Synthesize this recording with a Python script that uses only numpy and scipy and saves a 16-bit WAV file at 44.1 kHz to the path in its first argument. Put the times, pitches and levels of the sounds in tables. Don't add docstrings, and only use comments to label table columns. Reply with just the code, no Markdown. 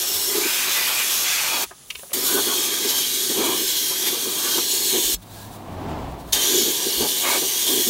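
import sys
import numpy as np
from scipy import signal
from scipy.fft import rfft, irfft, next_fast_len
from scipy.io import wavfile
from scipy.ndimage import uniform_filter1d, map_coordinates

SR = 44100
rng = np.random.default_rng(int(sys.argv[2]) if len(sys.argv) > 2 else 0)


def to_wav(sig):
    pcm = np.clip(np.atleast_2d(sig), -1, 1) * 32767
    pcm = np.round(pcm).astype(np.int16)
    wavfile.write(sys.argv[1], SR, pcm.T)


def gain_from_db(level_db):
    decades = np.asarray(level_db, float) / 20
    return 10 ** decades


N = 347949
T = np.arange(N) / SR

# opens t/s, shuts t/s, opening time t/s
TRIGGER = [
    (-.1, 1.642, .002),
    (2.13, 5.146, 0.0028),
    (6.322, 8, 0.0042),
]
# t/s, hiss level/dB, fizz above the hiss level/dB
JET = [
    [(0, -25, -1), (.13, -27.5, 3.5), (.74, -24.5, -1), (.93, -25.5, 1), (1.08, -26.5, 1), (1.13, -25, 0),
     (1.34, -24, -2.5), (1.63, -25.5, 0)],
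    [(2.13, -31, 10.5), (2.16, -30.5, 4.5), (2.27, -23.5, 3.5), (2.55, -24, -1.5), (3.65, -25, -0.5),
     (4.4, -28, 1.5), (4.51, -24.5, -0.5), (5.13, -23, 0.5)],
    [(6.34, -21.5, -2.5), (6.69, -22.5, -1.5), (6.72, -24.5, -1), (7.31, -23, -1.5), (7.4, -24.5, -0.5),
     (7.66, -24.5, -1), (7.68, -19.5, -3), (7.71, -24, 1.5), (7.89, -22.5, 0)],
]
MOVES = [.3, 2.0, 4.6, 5.8, 6.71]
# f/Hz, width f/Hz, level/dB
PLACES = [
    [(2840, 84, 2), (3540, 80, -9), (5400, 440, -1), (6410, 100, -10)],
    [(3300, 66, -12), (5180, 440, -4), (7250, 110, -5), (9060, 31, -16)],
    [(3190, 160, 0), (3410, 110, -4), (3980, 74, -3.5), (4440, 57, -6), (5220, 75, -4), (5500, 95, -6),
     (5650, 92, -6), (6580, 210, -5.5)],
    [(3310, 66, -4), (4180, 110, -2), (5150, 51, -18), (6600, 340, -1.5), (7900, 97, -2), (8550, 140, -5)],
    [(3150, 230, 1), (3760, 98, 0.5), (4200, 65, -5), (5830, 49, 2), (6370, 41, 4), (6940, 160, 1)],
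    [(2865, 50, 1), (3100, 120, -2), (3320, 110, -1), (3700, 70, -2), (5260, 40, -2), (5750, 50, 2),
     (5800, 110, -6), (6150, 80, -5), (6600, 98, 0), (8800, 270, -8), (9500, 300, -8)],
]
# f/Hz, level/dB per Hz
HISS = [(1180, -29), (2000, -28), (2620, -11.5), (2900, -4.5), (3270, 0), (4500, -1), (4950, -5),
        (5300, -3), (6530, -1), (9000, -10), (11700, -11), (19800, -120)]
# f/Hz, level/dB per Hz
FIZZ = [(4100, -12.5), (7000, -0.5), (8100, 1.5), (9300, 4.5), (10400, -0.5), (11200, 5.5), (12300, 5),
        (13800, 5), (16000, 0.5)]
# middle t/s, length t/s, level/dB against the hiss
SPURTS = [(4.08, 0.027, -7), (4.028, 0.01, -12), (2.9, 0.022, -6), (6.333, 0.0032, 0)]

# from t/s, boom, drumming, splash level/dB
AIM = [(0, -41.5, -40, -42), (.28, -44, -35.5, -37), (.42, -45.5, -38.5, -29.5), (1.08, -45, -38.5, -32),
       (1.25, -51, -39.5, -32.5), (2.0, -34.5, -40, -40.5), (2.6, -35.5, -40, -38),
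       (3.0, -38.5, -47, -40.5), (3.65, -40.5, -46, -40), (4.0, -35.5, -40, -41), (4.62, -36.5, -43, -41),
       (6.0, -37, -40.5, -40), (6.72, -35.5, -40.5, -42), (7.47, -41.5, -41, -40.5)]
# middle t/s, length t/s, boom level/dB
BOOMS = [(.33, 0.1, -30), (.36, 0.016, -20), (.382, 0.031, -21), (.415, 0.051, -30.5), (.458, 0.023, -22),
         (.69, 0.048, -40.5), (1.58, 0.19, -37), (2.18, 0.041, -28), (2.37, 0.1, -26), (2.49, 0.064, -29.5),
         (2.85, 0.071, -34), (3.31, 0.031, -22.5), (3.39, 0.068, -21), (3.49, 0.21, -26.5),
         (3.62, 0.055, -30.5), (3.91, 0.015, -31), (4.135, 0.04, -29.5), (4.275, 0.037, -29),
         (4.58, 0.044, -28), (4.96, 0.069, -24.5), (6.39, .06, -37), (6.58, 0.19, -27), (6.685, 0.061, -24),
         (6.87, 0.052, -28.5), (7.035, 0.082, -23.5), (7.3, 0.12, -37), (7.37, 0.035, -31),
         (7.43, 0.028, -24.5), (7.71, 0.11, -28), (7.79, 0.095, -25.5), (7.89, 0.052, -22.5)]
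# middle t/s, length t/s, drumming level/dB, splash level/dB
STRIKES = [(.38, 0.12, -47, -47), (.69, 0.082, -34, -34), (.79, 0.085, -36.5, -32),
           (.92, 0.093, -32.5, -36), (1.005, 0.047, -37, -25), (1.37, 0.24, -43, -29),
           (1.56, 0.36, -32, -48), (2.3, 0.2, -36, -43), (2.385, 0.031, -28.5, -36),
           (2.51, 0.083, -36, -37), (3.46, 0.21, -30.5, -41), (3.92, .05, -38, -45),
           (4.078, 0.032, -39, -36), (4.48, 0.22, -39.5, -47), (4.585, 0.021, -27.5, -38),
           (4.96, 0.095, -39, -40), (6.42, 0.29, -37, -40), (7.04, 0.073, -31, -53),
           (7.275, 0.092, -24.5, -29), (7.345, 0.082, -24.5, -29.5), (7.44, 0.036, -34, -53),
           (7.5, 0.044, -51, -45), (7.7, 0.097, -34, -44)]
# f/Hz, width f/Hz, level/dB
HOLE_MODES = [(349, 45, -9.5), (428, 43, -14.5)]
# f/Hz, width f/Hz, level/dB
BOX_MODES = [(350.3, 53, 8.5), (482, 127, -8.5), (289, 43, -6.5)]
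# f/Hz, width f/Hz, level/dB
PAN_MODES = [(531, 154, -4), (822, 124, -1), (974, 120, -0.5), (1215, 184, -3), (1530, 157, -3.5)]
# f/Hz, width f/Hz, level/dB
PANEL_MODES = [(1535, 99, -0.5), (1677, 230, -1.5), (2017, 99, -0.5), (2220, 104, -0.5), (2550, 220, -3.5)]
# f/Hz, level/dB per Hz
SPLASH = [(760, -30), (1300, -4), (1900, -2), (2500, -1), (3000, -4), (3900, -30), (6600, -120)]
# f/Hz, width f/Hz, level/dB
OPEN_STEEL = [(1540, 90, -6), (1990, 61, -5), (2550, 350, 1)]
# t/s, share 0-1
DEPTH = [(0, 0), (2, 0.6), (2.5, 0.6), (3.5, 0.7), (3.6, 1), (3.95, 0.6), (4.3, 0.3), (4.55, 0),
         (4.65, 0.8), (6.3, 0.7), (6.7, 0.47), (6.75, 1), (7.2, 1), (7.27, 0.5), (7.4, 0.8), (7.45, 1)]
# start t/s, end t/s, from f/Hz, to f/Hz, width f/Hz,
# level/dB
AIR_TONES = [(0, 0.364, 5500, 5380, 300, -31), (0, .3, 7700, 7750, 120, -35),
             (.25, 0.545, 7540, 6760, 150, -37), (0.404, 0.46, 2250, 2350, 200, -33),
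             (.45, 0.618, 4980, 5500, 200, -36), (0.72, 0.906, 1990, 1990, 30, -34),
             (.74, .92, 2500, 2460, 60, -39), (0.86, .95, 3080, 3190, 300, -29.5),
             (0.977, 1.043, 2500, 2390, 400, -42), (1.24, 1.45, 2550, 2550, 200, -34),
             (1.25, 1.363, 3490, 3550, 150, -33), (1.467, 1.603, 3400, 3350, 80, -34),
             (1.478, 1.597, 2420, 2500, 200, -32), (2.198, 2.998, 3260, 3270, 50, -37.5),
             (2.754, 3.344, 3980, 3920, 150, -42), (2.8, 3.2, 4400, 4500, 100, -46),
             (2.9, 3.082, 3150, 3200, 120, -31), (3.252, 3.703, 3300, 3250, 90, -35),
             (3.651, 3.885, 3320, 3330, 200, -32), (3.85, 4.147, 3240, 3240, 80, -37),
             (4.3, 4.622, 3260, 3200, 120, -38), (3.353, 3.58, 2320, 2340, 350, -38),
             (3.599, 4.3, 5300, 5220, 80, -44), (4.478, 4.6, 3720, 3720, 80, -34),
             (4.577, 4.947, 4260, 4420, 120, -33.5), (4.58, 4.95, 2890, 2890, 50, -43),
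             (4.86, 5.14, 3100, 3150, 200, -34), (4.9, 5.161, 3490, 3610, 100, -34),
             (4.6, 5.0, 5180, 5250, 80, -40), (6.85, 7.645, 2830, 2850, 50, -53),
             (6.99, 7.06, 6150, 6060, 200, -33),
             (.29, .35, 2020, 2030, 40, -38), (.42, .55, 1540, 1540, 40, -36), (.66, 0.73, 3970, 4000, 200, -35),
        (1.103, 1.45, 6600, 6600, 900, -36), (1.5, 1.635, 860, 842, 120, -37),
        (2.24, 2.43, 1490, 1500, 90, -34), (2.47, 2.553, 1470, 1480, 150, -37),
        (2.47, 2.574, 1150, 1127, 100, -37.5), (3.419, 3.548, 967, 985, 120, -32.5),
        (4.42, 4.516, 1127, 1155, 100, -40), (4.43, 4.6, 1530, 1530, 120, -40),
        (6.353, 6.7, 1560, 1573, 80, -47), (6.36, 6.502, 3060, 3260, 120, -29),
        (6.548, 6.703, 3750, 3870, 150, -32), (6.999, 7.09, 855, 943, 300, -41),
        (7.239, 7.365, 2216, 2220, 150, -31), (7.25, 7.332, 1140, 910, 80, -34),
        (5.33, 5.52, 1500, 1776, 120, -56), (2.6, 3.5, 1535, 1535, 40, -49),
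        (3.5, 4.4, 1535, 1535, 40, -49), (7.66, 7.707, 3600, 3820, 300, -31),
        (6.718, 7.252, 977, 990, 60, -51), (7.778, 7.89, 6450, 6340, 200, -36)]

# f/Hz, level/dB per Hz
GARAGE = [(8, -6), (30, -1), (100, 1.5), (210, -2), (400, -2), (800, -3), (1200, -4), (1500, -16),
          (3000, -12), (3900, -29), (6600, -120)]
# f/Hz, level/dB per Hz
RUMBLE = [(20, -29), (40, -9), (70, -5), (130, -2.5), (200, 1), (300, -5), (600, -18)]
# t/s, peak level/dB, f/Hz, fade by 60 dB t/s
THUMPS = [(0.149, -43, 94, 0.18), (1.66, -53, 60, .2), (1.96, -54, 70, 0.21), (5.049, -39, 45, 0.17),
          (5.138, -31, 45.7, 0.17), (5.16, -45, 175, .2), (6.97, -39, 55, .25), (7.004, -34, 92, 0.09)]

# middle t/s, length t/s, level/dB
PUFFS = [(1.675, 0.085, -51), (1.9, .08, -63), (2.0, 0.12, -53.5), (2.1, 0.058, -68), (5.23, 0.026, -57),
         (5.39, 0.21, -52.5), (5.54, .07, -55), (5.9, .03, -63), (6.118, .02, -64), (6.205, 0.043, -59),
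         (6.3, 0.078, -56.5)]
# f/Hz, level/dB per Hz
LEAK_COLOUR = [
    [(880, -52), (1500, -21), (2400, -21), (3400, -14.5), (5020, -16.5), (6360, -11), (8710, -13),
     (10200, -6), (13400, -18), (14700, -8), (15700, -14)],
    [(760, -38), (1300, -14), (1620, -9), (1990, -17), (2610, -15), (3840, -7.5), (4890, -13), (10300, -13),
     (13200, -15), (15700, -10)],
]
# t/s, peak level/dB, part (0 bracket, 1 sill, 2 rail), rise t/s, brightness level/dB per octave
KNOCKS = [(1.703, -29.5, 1, 0.0114, 0), (1.722, -40, 1, 0.0027, 0), (1.822, -47, 0, .004, -1),
          (1.9, -14, 0, 0.0061, 4), (1.909, -25, 0, 0.0022, -3), (1.947, -22.5, 0, 0.0098, -3),
          (1.986, -31, 0, .01, -8), (2.025, -44, 1, .004, -8), (2.03, -29, 2, 0.0047, -9),
          (2.052, -42, 1, 0.0058, -6), (2.094, -40, 2, .004, 2), (2.1, -38, 0, 0.0093, -8),
          (2.114, -31, 2, .004, -4), (2.114, -33, 0, 0.0043, -6), (5.222, -48, 0, .005, -6)]
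# f/Hz, level/dB, fade by 60 dB t/s
STEEL = [
    [(1250, -17, 0.027), (2260, -5, 0.032), (2645, 2, 0.031), (2835, 1, 0.028), (3100, 3, .03),
     (3200, -5, 0.036), (3670, -3, .03), (4200, -10, .03), (4600, -19, .03), (5782, -17, .015),
     (1020, -13, .03), (427, -20, 0.027), (7720, -20, .012)],
    [(380, -3, .05), (707, -1, 0.058), (1023, -10, .06), (1243, -3, 0.095), (1540, -6, .08),
     (1680, -7, 0.037), (2600, -12, .03)],
    [(190, -16, 0.027), (550, 4, 0.043), (696, -4, .05), (1100, -14, .04), (2330, -16, .04)],
]
# t/s, f/Hz
FIRING = [(5.18, 103), (5.55, 105), (5.7, 93), (5.82, 89), (5.92, 78), (6.05, 64), (6.32, 58), (6.5, 56)]
# f/Hz, level/dB per Hz
ROAR = [(6, -14), (30, -5), (80, -5), (170, -3), (366, -6.5), (496, -12), (704, -6), (1050, -11),
        (1380, -20.5), (1800, -24.5), (2930, -27), (8000, -43.5), (10400, -87), (17600, -120)]
# delay t/s, level/dB
ECHOES = [(.0017, -21), (.0043, -19), (.0079, -18), (.0127, -18), (.019, -19)]

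STEADY = 0.29
TURN_S = 0.036
SQUARENESS = 2.6
RUMBLE_DB, BLOWN_DB, SHAKE_DB = -60, -55.5, -17.5
SEEP_DB = -56, -64
AIMED_S, AIMED_HZ = 1.84, 8050
SCRAPE_DB = 1
CLOSEST_S, DISTANCE_M, SPEED_M_S = 5.936, 2.74, 28.5
TONE_DB, TONE_SCREENED = -33.5, 0.5
ROAR_DB, ROAR_SCREENED = -28, 0.92
LATE_DB, LATE_S = -4, 6.02
RIPPLE_HZ = 187.5
TOP_HZ = 15770


def unit(x):
    return x / np.sqrt(np.mean(x ** 2) + 1e-20)


def curves(rows):
    s, *cols = np.transpose(rows)
    return [np.interp(T, s, c) for c in cols]


def wobble(rate):
    return map_coordinates(rng.standard_normal(int(N * rate / SR) + 4), [T * rate])


def filtered(x, response):
    m = next_fast_len(N + SR // 2)
    return irfft(rfft(x, m) * response(np.fft.rfftfreq(m, 1 / SR)), m)[..., :N]


def shape(points):
    f, db = np.transpose(points)
    return lambda hz: gain_from_db(np.interp(np.log(hz + 1), np.log(f + 1), db))


def modes(rows):
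    def response(f):
        total = 0
        for k, (c, w, db) in enumerate(rows):
            total = total + (-1) ** k * gain_from_db(db) * 1j * f * w / (c * c - f * f + 1j * f * w)
        return total
    return response


def above(hz, edge_hz):
    return (hz / (hz - 1j * edge_hz)) ** 2


def rush(response, patchy_db):
    real, imag, field = rng.standard_normal((3, 257, N // 256 + 3))
    field = uniform_filter1d(field, size=2, axis=0)
    field = uniform_filter1d(field, size=26, axis=1)
    gain = gain_from_db(patchy_db * unit(field))
    noise = signal.istft((real + 1j * imag) * gain, nperseg=512, window="cosine")[1][:N]
    return unit(filtered(noise, response))


def sweeps(rows):
    coarse = T[::64]
    power = 0
    for mid, length, *dbs in rows:
        swell = np.exp(-np.abs((coarse - mid) / (length / 2)) ** SQUARENESS)
        power = power + np.outer(gain_from_db(np.array(dbs)) ** 2, swell ** 2)
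    return np.array([np.interp(T, coarse, row) for row in np.sqrt(power)])


def valve(surge_db, lag, shut_s):
    flow = np.zeros(N)
    for on, off, open_s in TRIGGER:
        since = np.maximum(T - on, 0)
        surge = gain_from_db(surge_db * np.exp(-since / 0.012))
        rise = (1 - np.exp(-since / (lag * open_s))) ** 2 * surge
        flow += rise * np.exp(-np.maximum(T - off, 0) / shut_s)
    return flow


def jet():
    hiss_db, fizz_db = curves(np.concatenate(JET))
    place = sum(np.clip((T - s) / 0.08, 0, 1) for s in MOVES)
    hiss = np.zeros(N)
    for k, rows in enumerate(PLACES):
        def colour(hz):
            ringing = gain_from_db(2.5) * abs(modes(rows)(hz)) / (1 + (2650 / (hz + 1)) ** 12)
            return np.hypot(shape(HISS)(hz), ringing)
        here = np.sqrt(np.clip(1 - abs(place - k), 0, 1))
        hiss += here * rush(colour, patchy_db=2.4)
    sputter = 0.8 * wobble(35) + 0.37 * wobble(9)
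    fizz = gain_from_db(fizz_db) * rush(shape(FIZZ), patchy_db=2.5)
    air = gain_from_db(hiss_db + sputter) * (hiss + fizz)
    air = air * (1 + sweeps(SPURTS)[0])
    return valve(surge_db=12, lag=1, shut_s=0.0045) * air


def driven():
    held = []
    for (s, *new), (_, *old) in zip(AIM, AIM[:1] + AIM):
        held += [(s, *old), (s + TURN_S, *new)]
    return np.hypot(gain_from_db(np.array(curves(held))), np.vstack([sweeps(BOOMS), sweeps(STRIKES)]))


def notch(mid_hz, width):
    def response(hz):
        offset = hz * hz - mid_hz ** 2
        return offset / (offset - 1j * width * hz)
    return response


def box_air(rows):
    return rush(lambda hz: modes(rows)(hz) * above(hz, 170) / (1 + 1j * hz / 600) ** 2, patchy_db=0.73)


def sill(boom, drum, splash):
    air = boom * gain_from_db(0.67 * wobble(25)) * np.where(T < 0.6, box_air(HOLE_MODES), box_air(BOX_MODES))

    pan = lambda hz: modes(PAN_MODES)(hz) * above(hz, 550) / (1 + (hz / 1700) ** 8)
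    floor = drum * gain_from_db(0.78 * wobble(30)) * rush(pan, patchy_db=1.5)
    deep = np.clip(curves(DEPTH)[0], 0, 1)
    inner = np.where(T < 4.6, filtered(floor, notch(1520, 210)), filtered(floor, notch(1340, 500)))
    floor = (1 - deep) * floor + deep * inner

    outside = np.interp(T, [.3, .5, 1.7, 2.1], [0, 1, 1, 0])
    panels = rush(lambda hz: modes(PANEL_MODES)(hz) / (1 + (1450 / (hz + 1)) ** 12), patchy_db=1.8)
    open_colour = lambda hz: np.hypot(shape(SPLASH)(hz), abs(modes(OPEN_STEEL)(hz)))
    spray = np.sqrt(1 - outside) * panels + np.sqrt(outside) * rush(open_colour, patchy_db=1.0)
    return air + floor + splash * gain_from_db(1.35 * wobble(30)) * spray


def whistles():
    out = np.zeros(N)
    for start, end, from_hz, to_hz, width, db in AIR_TONES:
        first, count = round(start * SR), round((end - start) * SR)
        real, imag = rng.standard_normal((2, SR))[:, :count]
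        narrow = 1 + (2 * np.fft.fftfreq(count, 1 / SR) / width) ** 2
        beat = np.fft.ifft(np.fft.fft(real + 1j * imag) / narrow)
        beat = beat / (abs(beat) + 1e-9) ** STEADY
        turn = 2 * np.pi * np.cumsum(np.linspace(from_hz, to_hz, count)) / SR
        tone = unit((beat * np.exp(1j * turn)).real)
        out[first:first + count] += gain_from_db(db) * tone * signal.windows.tukey(count, .5)
    return out


def garage(flow, boom):
    steady = (gain_from_db(RUMBLE_DB) + gain_from_db(BLOWN_DB) * flow) * gain_from_db(0.69 * wobble(3.9))
    rumble = np.hypot(steady, gain_from_db(SHAKE_DB) * boom * (T > .6))
    still = gain_from_db(-57.5) * rush(shape(GARAGE), patchy_db=1.0)
    return still + rumble * rush(shape(RUMBLE), patchy_db=0.5)


def thumps():
    out = np.zeros(N)
    for s, db, hz, t60 in THUMPS:
        since = np.maximum(T - s, 0)
        swell = 1 - np.exp(-since / 0.01)
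        out += gain_from_db(db + 7.5 - 60 * since / t60) * swell * np.sin(2 * np.pi * hz * since)
    return out


def leak():
    first, second = (rush(shape(colour), patchy_db=.8) for colour in LEAK_COLOUR)
    turned = np.clip((T - AIMED_S) / .06, 0, 1)
    shaded = filtered(first, lambda hz: 1 / np.hypot(1, (hz / AIMED_HZ) ** 2))
    first = turned * first + (1 - turned) * shaded
    seep = gain_from_db(np.where(T < 4, *SEEP_DB) + wobble(30))
    flow = np.hypot(seep, sweeps(PUFFS)[0])
    return gain_from_db(12.0) * flow * np.where(T < 4, first, second)


def knocks():
    out, t = np.zeros(N + SR), np.arange(SR // 6) / SR
    for s, db, part, rise_s, bright_db in KNOCKS:
        hz, level_db, t60 = np.transpose(STEEL[int(round(part))])[..., None]
        chance = rng.standard_normal((2, 14, 1))[:, :len(hz)]
        level_db = level_db + bright_db * np.log2(hz / hz[1]) + 1.5 * chance[0]
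        push = np.clip(t / rise_s, 0, 1) ** 1.7
        fade_db = -60 * np.maximum(t - rise_s, 0)

        tones = gain_from_db(level_db + fade_db / t60) * np.sin(2 * np.pi * hz * t + np.pi * chance[1])
        ring = tones.sum(axis=0) * push
        grit = rng.standard_normal(len(t)) * gain_from_db(fade_db / (0.7 * t60[1])) * push
        broad = modes([(1.07 * hz[1], 0.51 * hz[1], 0), (2.6 * hz[1], 1.7 * hz[1], -8 + bright_db)])
        scrape = irfft(rfft(grit) * broad(np.fft.rfftfreq(len(t), 1 / SR)), len(t))

        contact = ring / abs(ring).max() + gain_from_db(SCRAPE_DB) * scrape / abs(scrape).max()
        out[round(s * SR):][:len(t)] += gain_from_db(db) * contact / 1.42
    return out[:N]


def engine():
    far_db = -20 * np.log10(np.hypot(1, SPEED_M_S * (T - CLOSEST_S) / DISTANCE_M))
    tone_db, roar_db = TONE_DB + TONE_SCREENED * far_db, ROAR_DB + ROAR_SCREENED * far_db
    near = np.interp(T, [5.0, 5.15, 5.33, 6.3, 6.52], [0.03, 0.14, 1, 0.92, 0.03])
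    turn = 2 * np.pi * np.cumsum(curves(FIRING)[0] * (1 + .01 * wobble(18))) / SR
    uneven_db = 1.2 * wobble(22)
    harmonics = np.sin(turn) + 0.3 * np.sin(2 * turn) + 0.25 * np.sin(3 * turn)
    tone = gain_from_db(tone_db + uneven_db) * harmonics
    mirrored_db = tone_db + LATE_DB - (np.abs(T - LATE_S + .08) / 0.11) ** 3 * 6
    tone = tone + gain_from_db(mirrored_db) * np.sin(2 * np.pi * 106 * T)
    throb = 1 + 0.064 * np.cos(turn / 2)
    roar = gain_from_db(roar_db + 0.49 * wobble(24)) * throb * rush(shape(ROAR), patchy_db=0.5)
    return near * (tone + roar)


def reflected(x):
    def early(hz):
        echoes = sum(gain_from_db(db) * np.exp(-2j * np.pi * hz * s) for s, db in ECHOES)
        return 1 + echoes / (1 + 1j * hz / 5000)
    t = np.arange(SR // 3) / SR
    tail = rng.standard_normal(len(t)) * gain_from_db(-60 * t / 0.059)
    late = signal.fftconvolve(x, tail / np.linalg.norm(tail))[:N]
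    return gain_from_db(-0.23) * filtered(x, early) + gain_from_db(-18) * late


def scene():
    flow = valve(surge_db=2.0, lag=0.9, shut_s=0.0062)
    gains = flow * driven()
    at_car = jet() + sill(*gains) + whistles() + knocks()
    mono = reflected(at_car) + garage(flow, gains[0]) + thumps() + leak() + engine()
    return np.array([mono, mono])


def unmatched(mono, share, level_db):
    hz, t, z = signal.stft(mono, SR, nperseg=2048)
    edges = [4100, 5200, 6300, 7700, 9200, 10600, 12400, 13900, 16000]
    chosen = np.pad(rng.random((len(edges) - 1, len(t))) < share, ((1, 1), (0, 0)))
    scrambled = z * chosen[np.searchsorted(edges, hz)] * np.exp(2j * np.pi * rng.random(z.shape))
    return gain_from_db(level_db) * signal.istft(scrambled, SR, nperseg=2048)[1][:N]


def band_limit(x):
    return signal.sosfilt(signal.butter(12, 17000, fs=SR, output="sos"), x)


def record(dry):
    ripple = 1 + .05 * np.sin(2 * np.pi * RIPPLE_HZ * T)
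    mono = filtered(dry[0] * ripple, lambda hz: hz < TOP_HZ)
    side = unmatched(mono, share=.016, level_db=-2.5)
    return band_limit(np.array([mono + side, mono - side]))


dry = scene()
out = record(dry)
to_wav(out)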